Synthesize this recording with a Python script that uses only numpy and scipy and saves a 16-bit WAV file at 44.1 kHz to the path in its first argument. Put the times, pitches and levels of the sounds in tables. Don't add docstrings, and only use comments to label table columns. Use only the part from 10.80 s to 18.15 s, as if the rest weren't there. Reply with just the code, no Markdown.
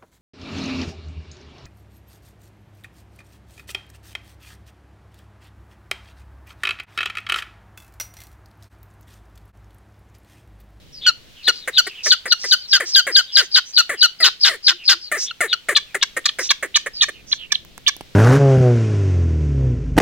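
import sys
import numpy as np
from scipy import signal
from scipy.fft import rfft, irfft, next_fast_len
from scipy.io import wavfile
from scipy.ndimage import uniform_filter1d, minimum_filter1d, map_coordinates

SR = 44100
rng = np.random.default_rng(int(sys.argv[2]) if len(sys.argv) > 2 else 0)


def to_wav(s):
    ch = np.atleast_2d(s).T
    pcm = np.round(np.clip(ch, -1, 1) * 32767)
    wavfile.write(sys.argv[1], SR, pcm.astype(np.int16))


N = 324135


def amp(db):
    return 10 ** (np.asarray(db) / 20)


def unit(x):
    return x / np.sqrt(np.mean(x ** 2) + 1e-20)


def along(points, hz):
    f, v = np.transpose(points)
    return np.interp(np.log(hz + 1), np.log(f), v)


def curves(rows):
    s, *cols = np.transpose(rows)
    return [np.interp(np.arange(N) / SR, s, c) for c in cols]


def wobble(n, rate):
    knots = rng.standard_normal(int(n * rate / SR) + 4)
    return map_coordinates(knots, [np.arange(n) * rate / SR])


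def filtered(x, response):
    n = x.shape[-1]
    m = next_fast_len(n + 2048)
    return irfft(rfft(x, m) * response(np.fft.rfftfreq(m, 1 / SR)), m)[..., :n]


def turns(hz):
    return 2 * np.pi * np.cumsum(hz) / SR


def add(track, s, sound):
    part = track[max(round(s * SR), 0):][:len(sound)]
    part += sound[:len(part)]


def band(length, start_hz, end_hz, width_hz):
    n = round(length * SR)
    a, b = filtered(rng.standard_normal((2, n)), lambda f: 1 / (1 + (2 * f / width_hz) ** 2))
    phase = turns(np.linspace(start_hz, end_hz, n))
    noise = unit(a * np.cos(phase) + b * np.sin(phase))
    return noise * np.sin(np.linspace(0, np.pi, n))


# time in seconds, level in dB.
RUMBLE_LEVEL = [(0.2, -49), (1, -56.5), (2.4, -60.5), (4.1, -59), (5.4, -55), (6.7, -50.5)]
# frequency in Hz, gain in dB.
RUMBLE_SPECTRUM = [(20, -2), (40, -4.5), (80, -5.5), (160, -9), (300, -13), (600, -18.5), (1500, -42)]
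# frequency in Hz, gain in dB.
AIR_SPECTRUM = [(100, -19), (400, -5), (1000, -6), (3500, 3), (6000, -6), (10000, -16), (16000, -15)]
AIR_DB = -49


def yard():
    def noise(spectrum):
        separate = rng.standard_normal((2, N))
        shared = 0.46 * rng.standard_normal(N)
        return unit(filtered(separate + shared, lambda f: amp(along(spectrum, f))))

    rumble_db, = curves(RUMBLE_LEVEL)
    rumble = amp(rumble_db + 0.97 * wobble(N, 6.2)) * noise(RUMBLE_SPECTRUM)
    air = amp(AIR_DB + 2.4 * wobble(N, 1.3)) * noise(AIR_SPECTRUM)
    return rumble + air


# frequency in Hz, 60 dB decay time in seconds.
PEN_T60 = [(300, 0.46), (1200, 0.23), (3500, 0.25), (6000, 0.24), (12000, 0.18)]
# frequency in Hz, gain in dB.
PEN_COLOUR = [(300, 6), (800, -6), (1500, -0.5), (3000, 6.5), (4500, 0.5), (8000, 1), (15000, 1)]


def pen(x, swell=0.0009):
    out = np.zeros((2, N + SR))
    size = SR // 3
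    for start in range(0, N, size):
        hz, t, z = signal.stft(rng.standard_normal((2, SR // 2)), SR, nperseg=256)
        decay_db = along(PEN_COLOUR, hz)[:, None] - 60 * t / along(PEN_T60, hz)[:, None]
        decay = amp(decay_db) * (1 - np.exp(-t / swell))
        tail = signal.istft(z * decay, SR, nperseg=256)[1]
        tail = tail / np.linalg.norm(tail[0])
        wet = signal.fftconvolve(x[None, start:start + size], tail, axes=1)
        out[:, start:start + wet.shape[1]] += wet
    return out[:, :N]


def nearby(x, echo_db=-17, count=4):
    out = np.zeros((2, N + SR))
    size = SR // 4
    for start in range(0, N, size):
        for port in out:
            delays = rng.uniform(0.0009, .008, count)
            strengths = rng.standard_normal(count)
            for delay, strength in zip(delays, strengths):
                gain = amp(echo_db) * strength / np.sqrt(count)
                add(port, start / SR + delay, gain * x[start:start + size])
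    return out[:, :N]


# time in seconds, left minus right in dB, lead of the left port in samples.
PLACE = [(.3, -.6, .8), (1.4, -.4, -.8), (3.3, 0, -.8), (5.2, .2, .4), (5.9, -3.3, -1), (6.7, -6.5, -3),
         (7.1, -7, -4)]
# frequency in Hz, left minus right in dB.
PORT_BALANCE = [(400, .7), (2000, 2.5), (3000, -2), (3400, 0), (3900, 7.5), (5000, 2.5), (6200, -6.5),
                (8000, -1.5), (9100, -6), (12000, 0), (15000, -3)]
# frequency in Hz, lead of the left in radians.
PORT_PHASE = [(400, 0), (3700, -.1), (4300, -2.1), (5500, -2.1), (7000, -1.2), (9000, -.4), (14000, .5)]


def microphones(x):
    pan_db, lead = curves(PLACE)

    def port(side):
        moved = map_coordinates(x, [np.arange(N) + side * lead / 2], order=5)
        return amp(side * pan_db / 2) * moved

    def colour(side, f):
        phase = side * along(PORT_PHASE, f) / 2
        return amp(side * along(PORT_BALANCE, f) / 2) * np.exp(1j * phase)

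    return np.array([filtered(port(side), lambda f: colour(side, f)) for side in (1, -1)])


# start in seconds, initial claw tick level in dB,
# level in dB of the push that drives the thud (before its filter).
STEPS = [(6.85, -29.5, -26), (6.979, -23, -11), (7.166, -23, -20.5), (7.209, -45, -6)]


def steps(tick_t60=0.0024, thud_t60=0.018, thud_hz=300):
    out, t = np.zeros(N), np.arange(SR // 10) / SR
    for s, tick_db, thud_db in STEPS:
        grit = unit(filtered(rng.standard_normal(len(t)), lambda f: 1 / (1 + f / 6000)))
        tick = grit * amp(-60 * t / tick_t60)
        push = rng.standard_normal(len(t)) * amp(-60 * t / thud_t60)
        thud = filtered(push, lambda f: 1j * f * thud_hz / (thud_hz + 1j * f) ** 2)
        add(out, s, amp(tick_db) * tick + amp(thud_db) * thud)
    return out


# start in seconds, starting centre in Hz, level in dB before the swell.
WHEEZES = [(0.12, 5600, -38.5), (0.545, 3310, -46), (0.769, 4600, -40), (1.06, 3200, -40),
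           (1.134, 3280, -37), (1.78, 5210, -35), (2.462, 3800, -37.5), (3.125, 3430, -43.5),
           (3.969, 3190, -40), (4.2, 5390, -33.5), (5.049, 2840, -52.5), (6.131, 5230, -29),
           (6.321, 3100, -47), (6.57, 3460, -35.5)]
WHEEZE_S, WHEEZE_FALL, WHEEZE_WIDTH_HZ = .105, .25, 490


def wheezes():
    out = np.zeros(N)
    for s, hz, db in WHEEZES:
        add(out, s, amp(db) * band(WHEEZE_S, hz, hz * (1 - WHEEZE_FALL), WHEEZE_WIDTH_HZ))
    return out


# start in seconds, length in seconds, starting centre in Hz,
# level in dB before the swell.
HISSES = [(0.695, .13, 4380, -36), (1.031, 0.079, 4370, -33), (1.229, 0.094, 5310, -18),
          (1.578, 0.18, 5150, -26.5), (2.049, 0.079, 5320, -26), (2.603, 0.075, 5900, -37.5),
          (2.846, 0.09, 5800, -38.5), (4.37, .11, 5530, -22), (5.583, .11, 5400, -25),
          (5.622, 0.063, 3690, -33.5), (6.463, 0.12, 5600, -38.5)]
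HISS_RISE, HISS_WIDTH_HZ = 0.073, 1300


def hisses():
    out = np.zeros(N)
    for s, length, hz, db in HISSES:
        add(out, s, amp(db) * band(length, hz, hz * (1 + HISS_RISE), HISS_WIDTH_HZ))
    return out


# centre in Hz, width in Hz, relative gain in dB.
GULLET = [(411, 141, 1.5), (1164, 186, -5.5), (1846, 335, 7), (2220, 570, -5), (3860, 530, -28),
          (7160, 1080, -3), (9300, 1780, -2), (16200, 1200, -16)]


def neck(hz):
    total = 0
    for k, (centre, width, db) in enumerate(GULLET):
        mode = 1j * hz * width / (centre ** 2 - hz ** 2 + 1j * hz * width)
        total = total + (-1) ** k * amp(db) * mode
    return total


# start in seconds, length in seconds, level in dB just after the opening burst.
CLUCKS = [(0.674, 0.035, -23), (0.874, .031, -25), (1.065, 0.02, -30), (1.258, 0.035, -26),
          (1.454, 0.037, -28), (1.637, 0.03, -29.5), (1.999, 0.056, -25), (2.266, 0.06, -23.5),
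          (2.579, 0.07, -27), (3.092, 0.071, -24), (3.401, 0.091, -24.5), (3.689, 0.082, -26.5),
          (4.314, 0.084, -21.5), (4.604, .073, -19), (4.884, .06, -20), (5.143, 0.033, -23),
          (5.364, 0.031, -23.5), (5.585, 0.046, -25.5), (5.824, .044, -25), (6.059, 0.028, -26.5),
          (6.282, 0.017, -29.5)]
CLUCK_HZ = 779
KNEE_HZ_PER_S = 1400


def clucks(short_knee_hz=500, end_hz=260, burst_db=6, fade_db=5, drift=0.06, breath_db=-15,
           burst=0.016, soft_hz=4200):
    out = np.zeros(N)
    for s, length, db in CLUCKS:
        t = np.arange(0, length + 0.0071, 1 / SR)
        n = len(t)
        knee_hz = short_knee_hz + KNEE_HZ_PER_S * length
        pitch = np.interp(t, [0, .009, max(.011, length - .042), length, length + .014],
                          [CLUCK_HZ, knee_hz, .95 * knee_hz, end_hz, .9 * end_hz])
        unsteady = np.interp(length, [.03, .06], [.2, .03])
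        phase = turns(pitch * np.exp(unsteady * wobble(n, 600) + drift * wobble(n, 110)))
        clicks = np.diff(np.floor(phase / (2 * np.pi)), prepend=-1)
        pulses = unit(clicks * amp(1.53 * rng.standard_normal(n)))
        pulses = filtered(pulses, lambda f: 1 / (1 + 1j * f / soft_hz) ** 2)
        air = unit(rng.standard_normal(n) * (0.73 + np.cos(phase)) * amp(2.4 * wobble(n, 220)))
        air = unit(np.diff(air, prepend=0))
        voice = unit(filtered(pulses + amp(breath_db) * air, neck))
        level = np.interp(t, [0, burst / 2, burst, max(.016, 0.76 * length), length + 0.013],
                          [0, burst_db, 0, -fade_db, -32])
        add(out, s + 0.002, voice * amp(db + level))
    return out


# length of the whistle's swoop in seconds, its climb as a multiple
# of the swoop, break frequency in Hz under a 5 kHz crest, level early in the swoop against mid-swoop in dB,
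# buzz of a smooth tone from 0 to 1.
DRAWN = (.028, .7, 3420, -14, .08)
CLIPPED = (0.0076, 1.5, 3302, -2, 0.64)
CLIPPED_FROM_S = 4.8


def manner(s):
    return CLIPPED if s > CLIPPED_FROM_S else DRAWN


HUM_ROUGH, HUM_DELAY_S, HUM_S, HUM_DB = .45, 0.021, 0.079, -49


def hums(hz=355):
    out, n = np.zeros(N), round(HUM_S * SR)
    for s, _, _, _, rough, _, _ in SQUAWKS:
        if rough > HUM_ROUGH:
            note = unit(np.sin(turns(hz * (1 + 0.036 * wobble(n, 57)))))
            add(out, s + HUM_DELAY_S, amp(HUM_DB) * note * np.sin(np.linspace(0, np.pi, n)))
    return out


LEAD_S, LEAD_DB, LEAD_WIDTH_HZ = .055, -31.5, 720


def leads():
    out = np.zeros(N)
    for s, *_, crest_hz, _ in SQUAWKS:
        if manner(s) is DRAWN:
            add(out, s - LEAD_S, amp(LEAD_DB) * band(LEAD_S, crest_hz, crest_hz, LEAD_WIDTH_HZ))
    return out


# break from whistle to tone in seconds,
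# tone length in seconds, starting pitch in Hz, tone level in dB, roughness from 0 to 1,
# whistle crest in Hz, whistle level at mid-swoop in dB.
SQUAWKS = [(0.264, 0.041, 1504, -8.5, 0.08, 3555, -20.5), (0.683, 0.024, 1489, -9, 0.15, 4250, -18),
           (0.98, 0.025, 1517, -3.5, 0.08, 3960, -14), (1.319, 0.024, 1530, -6, 0.15, 4710, -5.5),
           (1.521, 0.015, 1450, -6.5, 0.17, 4950, -14), (1.722, 0.024, 1548, -3, 0.14, 4900, -12),
           (1.931, 0.048, 1624, -7.5, 0.26, 5260, -11), (2.158, .049, 1623, -3.5, 0.09, 5200, -6.5),
           (2.363, 0.045, 1619, -4.5, 0.11, 5060, -6), (2.569, 0.046, 1629, -5.5, 0.28, 5150, -7.5),
           (2.758, 0.035, 1589, -6.5, .42, 4930, -9), (2.979, 0.033, 1491, -3, 0.14, 4870, -9),
           (3.226, 0.037, 1518, -5, 0.06, 4910, -8.5), (3.441, 0.046, 1526, -3.5, 0.44, 4900, -5),
           (3.648, 0.046, 1638, -5.5, 0.64, 5000, -2.5), (3.88, 0.043, 1626, -9, 0.61, 5020, -9.5),
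           (4.091, 0.05, 1595, -5.5, .54, 5030, -10.5), (4.509, 0.0073, 1415, -25.5, 0, 3514, -30),
           (4.729, 0.016, 1457, -13.5, 0.1, 3840, -18), (4.963, 0.02, 1787, -11, 0.2, 4140, -9),
           (5.226, .013, 1690, -10, 0.43, 3940, -16), (5.455, 0.012, 1850, -8, 0.42, 3800, -31),
           (5.49, 0.0062, 1894, -19.5, 0.2, 4210, -16.5), (5.704, 0.015, 1760, -8, 0.36, 4480, -12),
           (5.957, 0.017, 1837, -7.5, 0.36, 3920, -7.5), (6.221, 0.019, 1880, -5, 0.21, 3970, -6),
           (6.53, .008, 1740, -24.5, 0.36, 4400, -9.5), (6.719, 0.009, 1800, -8, 0, 2490, -31),
           (6.755, 0.0037, 1700, -45, .2, 4140, -16), (7.077, .017, 1775, -9, 0.27, 3730, -7.5)]
# frequency in Hz, gain in dB.
THROAT = [(2500, -8), (3200, -2.5), (4000, 3), (4800, 3), (5600, -6.5), (6500, -10.5), (8000, -20),
          (10000, -28.5), (13000, -21.5), (16000, -34)]
# frequency in Hz, gain in dB.
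BEAK = [(20, -12), (500, -10.5), (850, -1.5), (1200, -2.5), (1600, -2.5), (16000, -2.5)]
DROOP, DROOP_PER_S = 0.057, 1.77
BUZZ_PER_ROUGH = 1
FULL_BRIGHT_DB, BRIGHT_DB_PER_DB = 9.5, .5
DULL_DB_PER_OCT = .5


def tones(attack=0.00256, release=0.0083, hold=0.53, fade_db=11, buzz_depth=0.73, rough_depth=0.85,
          rasp_db=-15, under_db=-8):
    out = np.zeros(N)
    for s, length, hz, db, rough, _, _ in SQUAWKS:
        droop = DROOP + DROOP_PER_S * length
        bright_db = FULL_BRIGHT_DB + BRIGHT_DB_PER_DB * db
        buzz = min(1, manner(s)[-1] + BUZZ_PER_ROUGH * rough)
        t = np.arange(-attack, length + release, 1 / SR)
        n, u = len(t), np.clip(t / length, 0, 1.2)
        pitch = hz * (1 - droop * u ** 1.7) * (1 + .006 * wobble(n, 200))
        phase = turns(pitch)
        locked = manner(s) is CLIPPED
        flutter = phase / 3 if locked else phase * 0.28 + 1.38 * wobble(n, 203)
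        shake = buzz * buzz_depth * np.sin(flutter) + rough * rough_depth * wobble(n, 904.7)

        k = np.arange(2, 11)[:, None]
        slope_db = DULL_DB_PER_OCT * db * np.log2(k)
        uneven_db = 2.3 * np.array([wobble(n, 140) for _ in k])
        sizes = amp(along(THROAT, k * pitch) + slope_db + uneven_db)
        offsets = rng.uniform(0, 2 * np.pi, k.shape)
        overtones = sizes * np.sin(k * phase + np.sqrt(2 * k) * shake + offsets)
        dulling_db = 3 - 11 * u ** 3
        voice = unit(np.sin(phase + shake)) + amp(bright_db + dulling_db) * unit(overtones.sum(0))

        voice = voice * (1 + 0.75 * buzz * np.cos(flutter) + 1.04 * rough * wobble(n, 502))
        voice = voice * (1 + 0.17 * u ** 2 * np.cos(phase / 2))
        undertone = unit(np.cos(2 * flutter))
        voice = unit(voice + locked * buzz * amp(under_db) * undertone)
        rasp = unit(filtered(rng.standard_normal(n), lambda f: amp(along(THROAT, f))))
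        voice = filtered(voice + rough * amp(rasp_db) * rasp, lambda f: amp(along(BEAK, f)))
        level = np.interp(t, [-attack, 0, hold * length, length, length + release],
                          [-24, 0, -1.5, -fade_db, -38])
        level = level + 1.4 * wobble(n, 246)
        add(out, s, unit(voice) * amp(db + level))
    return out


BREAK_FOLLOWS_CREST = 0.488
OVERLAP_S = 0.003


def whistles(waver=0.0273, waver_hz=450, air_db=-25):
    out = np.zeros(N)
    for s, *_, crest_hz, swoop_db in SQUAWKS:
        fall, rise, high_break_hz, crest_under_db, _ = manner(s)
        break_hz = high_break_hz * (crest_hz / 5000) ** BREAK_FOLLOWS_CREST
        crest_db = swoop_db + crest_under_db
        u = np.arange(-rise * fall, 1.2 * fall, 1 / SR) / fall
        n = len(u)
        arch = crest_hz + (break_hz - crest_hz) * np.minimum(u, 1) ** 2
        pitch = arch * (1 + waver * wobble(n, waver_hz))
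        level = np.interp(u, [-rise, -.6 * rise, 0, .3, .55, .9, 1.15],
                          [-54, crest_db - 8, crest_db - 5, crest_db, swoop_db, swoop_db + 4, swoop_db - 20])
        phase = turns(pitch) + 0.38 * wobble(n, 1740)
        tone = np.sin(phase) + amp(-39) * np.sin(2 * phase)
        air = unit(filtered(rng.standard_normal(n), lambda f: amp(along(THROAT, f) + along(BEAK, f))))
        sound = (unit(tone) + amp(air_db) * air) * amp(level + 3.2 * wobble(n, 405))
        add(out, s + OVERLAP_S - (1 + rise) * fall, sound)
    return out


def scene():
    bird = whistles() + tones() + clucks() + hisses() + wheezes() + leads() + hums() + steps()
    return microphones(bird) + nearby(bird) + amp(-19.5) * pen(bird) + yard()


TOP_HZ = 16000


def record(dry, ceiling=1.0):
    needed = np.minimum(1, ceiling / (np.abs(dry).max(0) + 1e-9))
    gain = uniform_filter1d(minimum_filter1d(needed, size=89), size=45)
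    return filtered(dry * gain, lambda hz: hz < TOP_HZ)


dry = scene()
out = record(dry)
to_wav(out)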